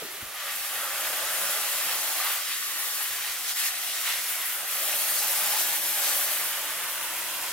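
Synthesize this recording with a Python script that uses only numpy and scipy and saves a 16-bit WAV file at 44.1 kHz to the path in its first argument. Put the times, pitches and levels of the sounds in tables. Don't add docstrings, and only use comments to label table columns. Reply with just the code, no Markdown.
import sys
import numpy as np
from scipy import signal
from scipy.fft import rfft, irfft
from scipy.io import wavfile
from scipy.ndimage import map_coordinates

SR = 44100
rng = np.random.default_rng(int(sys.argv[2]) if len(sys.argv) > 2 else 0)


def unload_wav(signal):
    wavfile.write(
        sys.argv[1],
        SR,
        np.round(np.clip(np.atleast_2d(signal).T, -1, 1) * 32767).astype(np.int16),
    )


N = 331632
TIME = np.arange(N) / SR


def spray():
    # start_s, spatter_db, hiss_db
    mist_levels = [(0, -44.5, -43.5), (0.31, -47, -45), (0.43, -43.5, -38.5), (0.56, -39.5, -37),
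                   (1.1, -36.5, -36), (1.49, -34, -33), (2.34, -36, -33), (2.41, -37.5, -38),
                   (2.71, -37.5, -37), (3.02, -37.5, -33.5), (3.4, -38.5, -40), (3.78, -38, -36),
                   (3.96, -35.5, -36.5), (4.53, -38.5, -33.5), (4.65, -39.5, -35), (4.73, -36, -32),
                   (5.36, -33.5, -28.5), (5.81, -35, -31), (6.2, -34.5, -28.5), (6.42, -35, -32.5),
                   (6.62, -37, -36.5), (7.52, -38, -37.5)]
    # start_s, drum_db, rush_db
    soil_levels = [(0, -52, -61), (.27, -52, -58.5), (.36, -50.5, -67), (.64, -50.5, -65),
                   (.78, -43, -58.5), (1.45, -40.5, -57), (2.05, -44, -59), (2.3, -45, -63.5),
                   (2.57, -51.5, -62), (2.82, -46, -62), (2.92, -47.5, -61), (3.0, -44.5, -65),
                   (3.45, -52.5, -63), (4.42, -47, -62.5), (4.9, -49, -58), (5.42, -42.5, -54.5),
                   (5.88, -47.5, -55), (6.08, -45.5, -56.5), (6.7, -47, -57.5), (7.52, -46, -55.5)]
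    # start_s, bearing_degrees
    bearing = [(0, -7), (.6, 3.5), (1.2, 2.5), (2.0, 7), (2.35, 4.5), (2.8, 10.5), (3.3, 2), (3.7, 8.5),
               (4.1, 3.5), (4.45, 1.5), (4.85, 5), (5.2, 4.5), (5.9, 6), (6.3, 5), (6.6, 1.5), (7.2, -1),
               (7.52, -2)]
    # centre_s, half_length_s, drum_lift_db, splash_lift_db, spatter_lift_db, hiss_lift_db
    sweeps = [(.305, 0.026, 0, -0.5, 1.5, 0), (.405, .035, 0, 4.5, 1, -2), (.485, .055, 3, 4.5, 0.5, -1),
              (.785, 0.026, -1, 0.5, 0, 1), (1.06, 0.081, 0, 2.4, 1, 1.5), (1.911, .065, 2, 3, -0.5, -0.5),
              (2.22, 0.06, -2, 4, 0, 0), (2.32, .05, -1, 3.5, -1, 2), (2.511, .045, 0, 3.5, 0, 1.5),
              (2.83, .06, 1, 0.5, 0, 1), (3.08, 0.044, -2, -0.5, -0.5, 0), (3.27, .065, 2, 3, 0, 2),
              (3.41, 0.045, 1, -2.5, 0, 1), (3.497, 0.037, 0, 3, 5.5, 4), (3.546, .016, 0, -6, -2, -1),
              (3.605, 0.049, 1, 5, 5.5, 5.5), (3.667, 0.03, 2.5, 4, 6, 5), (4.092, .052, 5, 6.5, 0.5, 3),
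              (4.31, .05, 0, 2, 0, 2), (4.49, 0.063, -2.5, 2, 0, 0.5), (4.635, 0.048, 2, -1.5, 1, -3),
              (4.903, 0.054, 4.5, 2, 1, 0.5), (5.19, .027, -1, -2.5, 4, -2), (5.54, 0.078, 0.5, 2, 1, 0),
              (5.6, .021, 1, 1, 4, 0.5), (5.735, 0.021, 4.5, 1, .5, .5), (5.81, 0.028, -1, -2.5, -1, 0),
              (6.075, 0.049, 1.5, 2.5, 4.5, -1), (6.55, 0.31, 2.2, 1.5, -.5, 0.5)]
    # frequency_hz, relative_level_db
    rush_spectrum = [(60, -18), (115, -13), (168, -3.5), (205, -4.5), (255, -8.5), (320, 1.5), (410, -1.5),
                     (560, -10)]
    # frequency_hz, relative_level_db
    drum_spectrum = [(300, -18.5), (440, -8.5), (530, -2), (640, -2.5), (800, 1), (1000, -3), (1400, -11)]
    # frequency_hz, relative_level_db
    churn_spectrum = [(700, -19.5), (1020, 1.5), (1170, 1.5), (1520, 3.5), (1800, -0.5), (2500, -26)]
    # frequency_hz, relative_level_db
    splash_spectrum = [(1100, -42), (1550, -8.5), (1850, -2), (2100, -2.5), (2400, -3.5), (2900, -2.5),
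                       (3450, -4), (4050, -7), (6500, -15.5)]
    # frequency_hz, relative_level_db
    spatter_spectrum = [(2200, -20), (3900, -3), (5200, -1.5), (7000, -1), (9500, -2), (11000, -4),
                        (14000, -23)]
    # frequency_hz, relative_level_db
    hiss_spectrum = [(5500, -21), (7500, -10), (10000, -5.5), (10900, 0), (11500, -0.5), (12500, -1.5),
                     (14000, -1.5), (15700, -5)]

    spatter_db, hiss_db = in_time(mist_levels)
    drum_db, rush_db = in_time(soil_levels)
    degrees, = in_time(bearing)
    drum_lift_db, splash_lift_db, spatter_lift_db, hiss_lift_db = humps(sweeps)
    push_db, mist_db = drum_db + 46, spatter_db + 38

    rush = from_db(rush_db - 1.0) * turbulence(rush_spectrum, flutter_db=0.0)
    drum = shower(drum_spectrum, per_s=8000, spread_db=2.5, flutter_db=0.6)
    drum = drum * from_db(drum_db + drum_lift_db - 2.0)

    churn_db = -43 + 0.59 * push_db + 0.12 * mist_db + 0.67 * splash_lift_db
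    churn = from_db(churn_db) * shower(churn_spectrum, per_s=9000, spread_db=2.0, flutter_db=0.5)

    splash_db = -38 + 0.63 * mist_db + 0.059 * push_db + splash_lift_db
    splash = from_db(splash_db) * shower(splash_spectrum, per_s=14000, spread_db=1.5, flutter_db=0.58)
    ticks = leaf_ticks(per_s=120, spread_db=5.0, cycles=7.4, low_hz=1310, high_hz=9200)
    ticks = ticks * from_db(splash_db - 17.5)
    blobs = splatters(per_s=60, spread_db=1.0, t60=0.075, low_hz=1227, high_hz=3260, width_ratio=1.15)
    blobs = blobs * from_db(splash_db - 12)

    spatter = shower(spatter_spectrum, per_s=30000, spread_db=2.5, flutter_db=0.12)
    spatter = spatter * from_db(spatter_db + spatter_lift_db + 1.17)
    hiss = from_db(hiss_db + hiss_lift_db + 1.5) * turbulence(hiss_spectrum, flutter_db=0.8)

    landing = drum + churn + splash
    landing = clumped(landing, low_hz=453, high_hz=4270, patchy_db=0.9, rate_hz=11.5, count=14)
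    earth = rush + hollow_rings(landing, width_hz=100) + ticks + blobs
    earth = placed(pan(earth, -1), degrees)
    soil = hollow(earth, low_hz=594, upper_hz=1207, low_width_hz=95, middle_width_hz=130,
                  upper_width_hz=88, dip_width_hz=55, dip_share=0.48)

    mist = placed(spatter, degrees) + pan(hiss, 1)
    mist = clumped(mist, low_hz=3900, high_hz=15200, patchy_db=0.72, rate_hz=16.0, count=12)
    mist = phasing(mist, share=0.14, shortest_ms=0.604, longest_ms=2.8, sway_ms=0.089, rate_hz=1.2)
    mist = pan(mist, 0.12 * degrees)

    water = shaded(soil + mist, low_hz=3550, high_hz=7160)
    water = reflections(water, dull_hz=3460, wall_share=0.7)
    return tunnel(water, share=.1, shortest_ms=5, longest_ms=22, sway_ms=0.11, ear_gap_ms=0.043)


def turbulence(spectrum, flutter_db):
    return colour(rng.standard_normal((2, N)), spectrum) * from_db(flutter_db * drift(24))


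def shower(spectrum, per_s, spread_db, flutter_db):
    drops = np.array([impacts(per_s, spread_db), impacts(per_s, spread_db)])
    return colour(drops, spectrum) * from_db(flutter_db * drift(24))


def impacts(per_s, spread_db):
    size_db = spread_db * np.minimum(rng.exponential(1, N), 5)
    sizes = from_db(size_db) * rng.choice([-1, 1], N)
    return rms_one(sizes * (rng.random(N) < per_s / SR))


def leaf_ticks(per_s, spread_db, cycles, low_hz, high_hz, count=14):
    ticks = 0
    pitches_hz = np.geomspace(low_hz, min(high_hz, 15000), count)
    for hz, lean_db in zip(pitches_hz, rng.normal(0, 4, count)):
        leaf = ring(impacts(per_s / count, spread_db), hz, cycles / hz)
        ticks = ticks + pan(leaf, lean_db)
    return rms_one(ticks)


def ring(clicks, hz, t60):
    r, w = from_db(-60 / (t60 * SR)), 2 * np.pi * hz / SR
    return signal.lfilter([.5, 0, -.5], [1, -2 * r * np.cos(w), r * r], clicks + 1e-18)


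def splatters(per_s, spread_db, t60, low_hz, high_hz, width_ratio, count=8):
    out = 0
    for hz in np.geomspace(low_hz, high_hz, count):
        falls = np.abs(impacts(per_s / count, spread_db))
        envelope = signal.lfilter([1], [1, -from_db(-60 / (t60 * SR))], falls + 1e-18)
        burst = envelope * noise_around(hz, width_ratio)
        out = out + pan(burst, rng.normal(0, 3))
    return rms_one(out)


def hollow_rings(x, width_hz):
    # centre_s, half_length_s, pitch_hz, lift_db
    band_swells = [(.9, 0.16, 1530, 2.5), (1.35, 0.22, 1480, 1.5), (1.8, 0.11, 1790, 2.5),
                   (2.83, 0.12, 1900, 6.5), (3.55, 0.09, 1720, 2), (4.06, 0.11, 900, 2),
                   (4.45, .1, 2000, 6), (4.717, .07, 1300, 6.5), (6.058, 0.059, 2150, 3),
                   (7.06, 0.038, 925, 4)]
    out = x.copy()
    for s, half_s, hz, lift_db in band_swells:
        lift, = humps([(s, half_s, from_db(lift_db) - 1)])
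        out += lift * signal.lfilter(*signal.iirpeak(hz, hz / width_hz, fs=SR), x)
    return out


def clumped(x, low_hz, high_hz, patchy_db, rate_hz, count):
    centres = np.geomspace(low_hz, high_hz, count)
    spectrum, hz, out = rfft(x), np.arange(N // 2 + 1) * SR / N, 0
    for only_this in np.eye(count):
        gain = rms_one(from_db(patchy_db * drift(rate_hz)))
        band = irfft(spectrum * np.interp(hz, centres, only_this), N)
        out = out + gain * band
    return out


def placed(pair, degrees):
    lead_ms_per_degree = 0.0073
    return np.array([pair[0], delayed(pair[1], lead_ms_per_degree * degrees)])


def hollow(x, low_hz, upper_hz, low_width_hz, middle_width_hz, upper_width_hz, dip_width_hz, dip_share):
    # start_s, low_lift_db, middle_hz, middle_lift_db, upper_lift_db, dip_hz
    hollow_colour = [(0, 4, 714, 1, 3.5, 1060), (.6, 5.5, 820, 4.5, 4.5, 1040),
                     (1.2, 5.5, 820, -3, 3.5, 1000), (2.0, 0.5, 815, 3.5, -2.5, 910),
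                     (2.25, 5.5, 760, 8, 7.5, 1030), (2.55, -4, 770, -0.5, 1, 1010),
                     (3.05, -4, 735, 0, -0.5, 890), (3.7, -1.5, 740, 6.5, 1.5, 890),
                     (4.5, -1.5, 675, 0.5, 0, 850), (4.85, 10.5, 810, 3, 3, 1000),
                     (5.45, 3, 826, 5.5, 4.5, 1080), (5.8, 4.5, 824, 5.5, -3, 1060),
                     (6.1, 9.5, 830, 3, 5.5, 1006), (6.5, 4.5, 870, 1.5, 3.5, 760),
                     (6.9, 4, 930, 4.5, 4, 800), (7.5, 0.5, 990, 8, -13, 860)]
    low_db, middle_hz, middle_db, upper_db, dip_hz = in_time(hollow_colour)
    peaks = [(low_hz, low_width_hz, low_db),
             (middle_hz, middle_width_hz, middle_db),
             (upper_hz, upper_width_hz, upper_db)]
    for hz, width_hz, lift_db in peaks:
        band = swept_band(x.mean(axis=0), np.broadcast_to(hz, N), width_hz)
        x = x + (from_db(lift_db) - 1) * band
    return x - dip_share * swept_band(x.mean(axis=0), dip_hz, dip_width_hz)


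def swept_band(x, hz, width_hz, size=256):
    out, state, r = np.zeros_like(x), np.zeros(2), np.exp(-np.pi * width_hz / SR)
    zeros = np.array([1, 0, -1]) * (1 - r * r) / 2
    for i in range(0, N, size):
        poles = [1, -(1 + r * r) * np.cos(2 * np.pi * hz[i] / SR), r * r]
        out[i:i + size], state = signal.lfilter(zeros, poles, x[i:i + size], zi=state)
    return out


def phasing(x, share, shortest_ms, longest_ms, sway_ms, rate_hz, count=4):
    out = x.copy()
    for ms in np.geomspace(shortest_ms, longest_ms, count):
        path_ms = ms + sway_ms * drift(rate_hz)
        out += share * np.array([delayed(side, path_ms) for side in x])
    return out / np.sqrt(1 + count * share ** 2)


def shaded(x, low_hz, high_hz):
    # centre_s, half_length_s, cut_share
    leg_passes = [(1.1, 0.75, 0.31), (4.6, 0.25, 0.4), (6.48, 0.15, 0.32), (6.95, 0.44, 0.52),
                  (7.45, .25, 0.13)]
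    cut, = humps(leg_passes)
    high_pass = signal.butter(8, low_hz, "high", fs=SR, output="sos")
    low_pass = signal.butter(2, high_hz, fs=SR, output="sos")
    band = signal.sosfiltfilt(low_pass, signal.sosfiltfilt(high_pass, x.mean(axis=0)))
    return x - np.clip(cut, 0, 1) * band


def reflections(x, dull_hz, wall_share):
    share, sway_hz = 0.1, 0.43
    ground_ms = 1.485 + 0.11 * drift(sway_hz)
    wall_ms = 3.38 + 0.13 * drift(sway_hz)
    dull = signal.sosfilt(signal.butter(1, dull_hz, fs=SR, output="sos"), x)
    filter_lag_s = 1 / (2 * np.pi * dull_hz)

    def echo(ms):
        read_s = TIME - ms / 1000 + filter_lag_s
        return np.array([np.interp(read_s, TIME, side) for side in dull])

    return (x + share * (echo(ground_ms) + wall_share * echo(wall_ms))) / np.sqrt(1 + share ** 2)


def tunnel(x, share, shortest_ms, longest_ms, sway_ms, ear_gap_ms, count=8):
    out = x.copy()
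    for ms in rng.uniform(shortest_ms, longest_ms, count):
        path_ms = ms + sway_ms * drift(0.52)
        for side, offset_ms in enumerate(rng.normal(0, ear_gap_ms, 2)):
            read_s = TIME - (path_ms + offset_ms) / 1000
            out[side] += share * np.interp(read_s, TIME, x[side], left=0)
    return out / np.sqrt(1 + count * share ** 2)


def bumps(contact_s, rub_share):
    # start_s, level_db, pitch_hz, t60_s
    knocks = [(.018, -35, 440, .085), (.029, -40, 190, .06), (.031, -42, 320, .07), (.049, -44, 260, .06),
              (.224, -39, 230, .035), (.2245, -37.5, 105, .05), (.25, -51, 65, .08), (.293, -43, 450, .035)]
    out = np.zeros(N)
    for s, db, hz, t60 in knocks:
        age = np.maximum(TIME - s, 0)
        rub = noise_around(hz, 1.5)
        envelope = from_db(db - 60 * age / t60) * (1 - np.exp(-age / contact_s))
        out += envelope * (np.sin(2 * np.pi * hz * age) + rub_share * rub)
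    return out


def rubs(width_ratio):
    # centre_s, half_length_s, level_db, pitch_hz
    slides = [(.045, .02, -47, 380), (.14, .06, -55, 400), (.27, .02, -55, 400), (0.547, .04, -63.5, 190),
              (1.45, .12, -62, 170), (1.88, .08, -61, 166), (5.45, .17, -63, 165)]
    out = np.zeros(N)
    for s, half_s, db, hz in slides:
        swell, = humps([(s, half_s, from_db(db))])
        out += swell * noise_around(hz, width_ratio)
    return out


def outdoor_air():
    # frequency_hz, relative_level_db
    air_spectrum = [(20, -2), (60, 1), (100, -2.5), (200, -12), (600, -6.5), (2000, -35)]
    return from_db(-71) * turbulence(air_spectrum, flutter_db=4.0)


def colour(pair, spectrum):
    # frequency_hz, correlation
    likeness = [(40, .62), (110, .7), (220, .84), (550, .965), (1400, .86), (2000, .72), (2600, .62),
                (4000, .43), (6000, .43), (8000, .36), (9900, .2), (11000, .72), (14000, .8)]
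    hz = np.maximum(np.arange(N // 2 + 1) * SR / N, 1)
    nearest_hz = np.clip(hz, spectrum[0][0], spectrum[-1][0])
    octaves_outside = np.abs(np.log2(hz / nearest_hz))
    mid, side = rfft(pair) * from_db(at_hz(spectrum, hz) - 20 * octaves_outside)
    alike = np.clip(at_hz(likeness, hz), -.9, .99)
    side = side * np.sqrt((1 - alike) / (1 + alike))
    return rms_one(irfft(np.array([mid + side, mid - side]), N))


def noise_around(hz, width_ratio):
    band = signal.butter(2, [hz / width_ratio, hz * width_ratio], "band", fs=SR, output="sos")
    return rms_one(signal.sosfilt(band, rng.standard_normal(N)))


def delayed(x, ms):
    return map_coordinates(x, [np.arange(N) - ms * SR / 1000], order=3)


def pan(x, db):
    return x * from_db(np.vstack([db, -db]) / 2)


def drift(rate_hz):
    r = np.exp(-80 * np.pi * rate_hz / SR)
    steps = rng.standard_normal(N // 40 + 2002)
    slow = signal.lfilter([1], [1, -2 * r, r * r], steps)[2000:]
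    return np.interp(np.arange(N) / 40, np.arange(len(slow)), rms_one(slow))


def humps(rows):
    s, half_s, *heights = np.transpose(rows)
    return np.array(heights) @ np.exp(-((TIME - s[:, None]) / half_s[:, None]) ** 2)


def in_time(rows):
    s, *columns = np.transpose(rows)
    return [np.interp(TIME, s, column) for column in columns]


def at_hz(points, hz):
    f, value = np.transpose(points)
    return np.interp(np.log(hz), np.log(f), value)


def from_db(db):
    return 10 ** (np.asarray(db) / 20)


def rms_one(x):
    centre = np.atleast_2d(x).mean(axis=0)
    return x / np.sqrt(np.mean(centre ** 2) + 1e-20)


def scene():
    handling = bumps(contact_s=0.0028, rub_share=0.91) + rubs(width_ratio=1.13)
    return spray() + handling + outdoor_air()


def record(dry):
    return signal.sosfilt(signal.ellip(14, .1, 90, 15800, fs=SR, output="sos"), dry)


dry = scene()
out = record(dry)
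unload_wav(out)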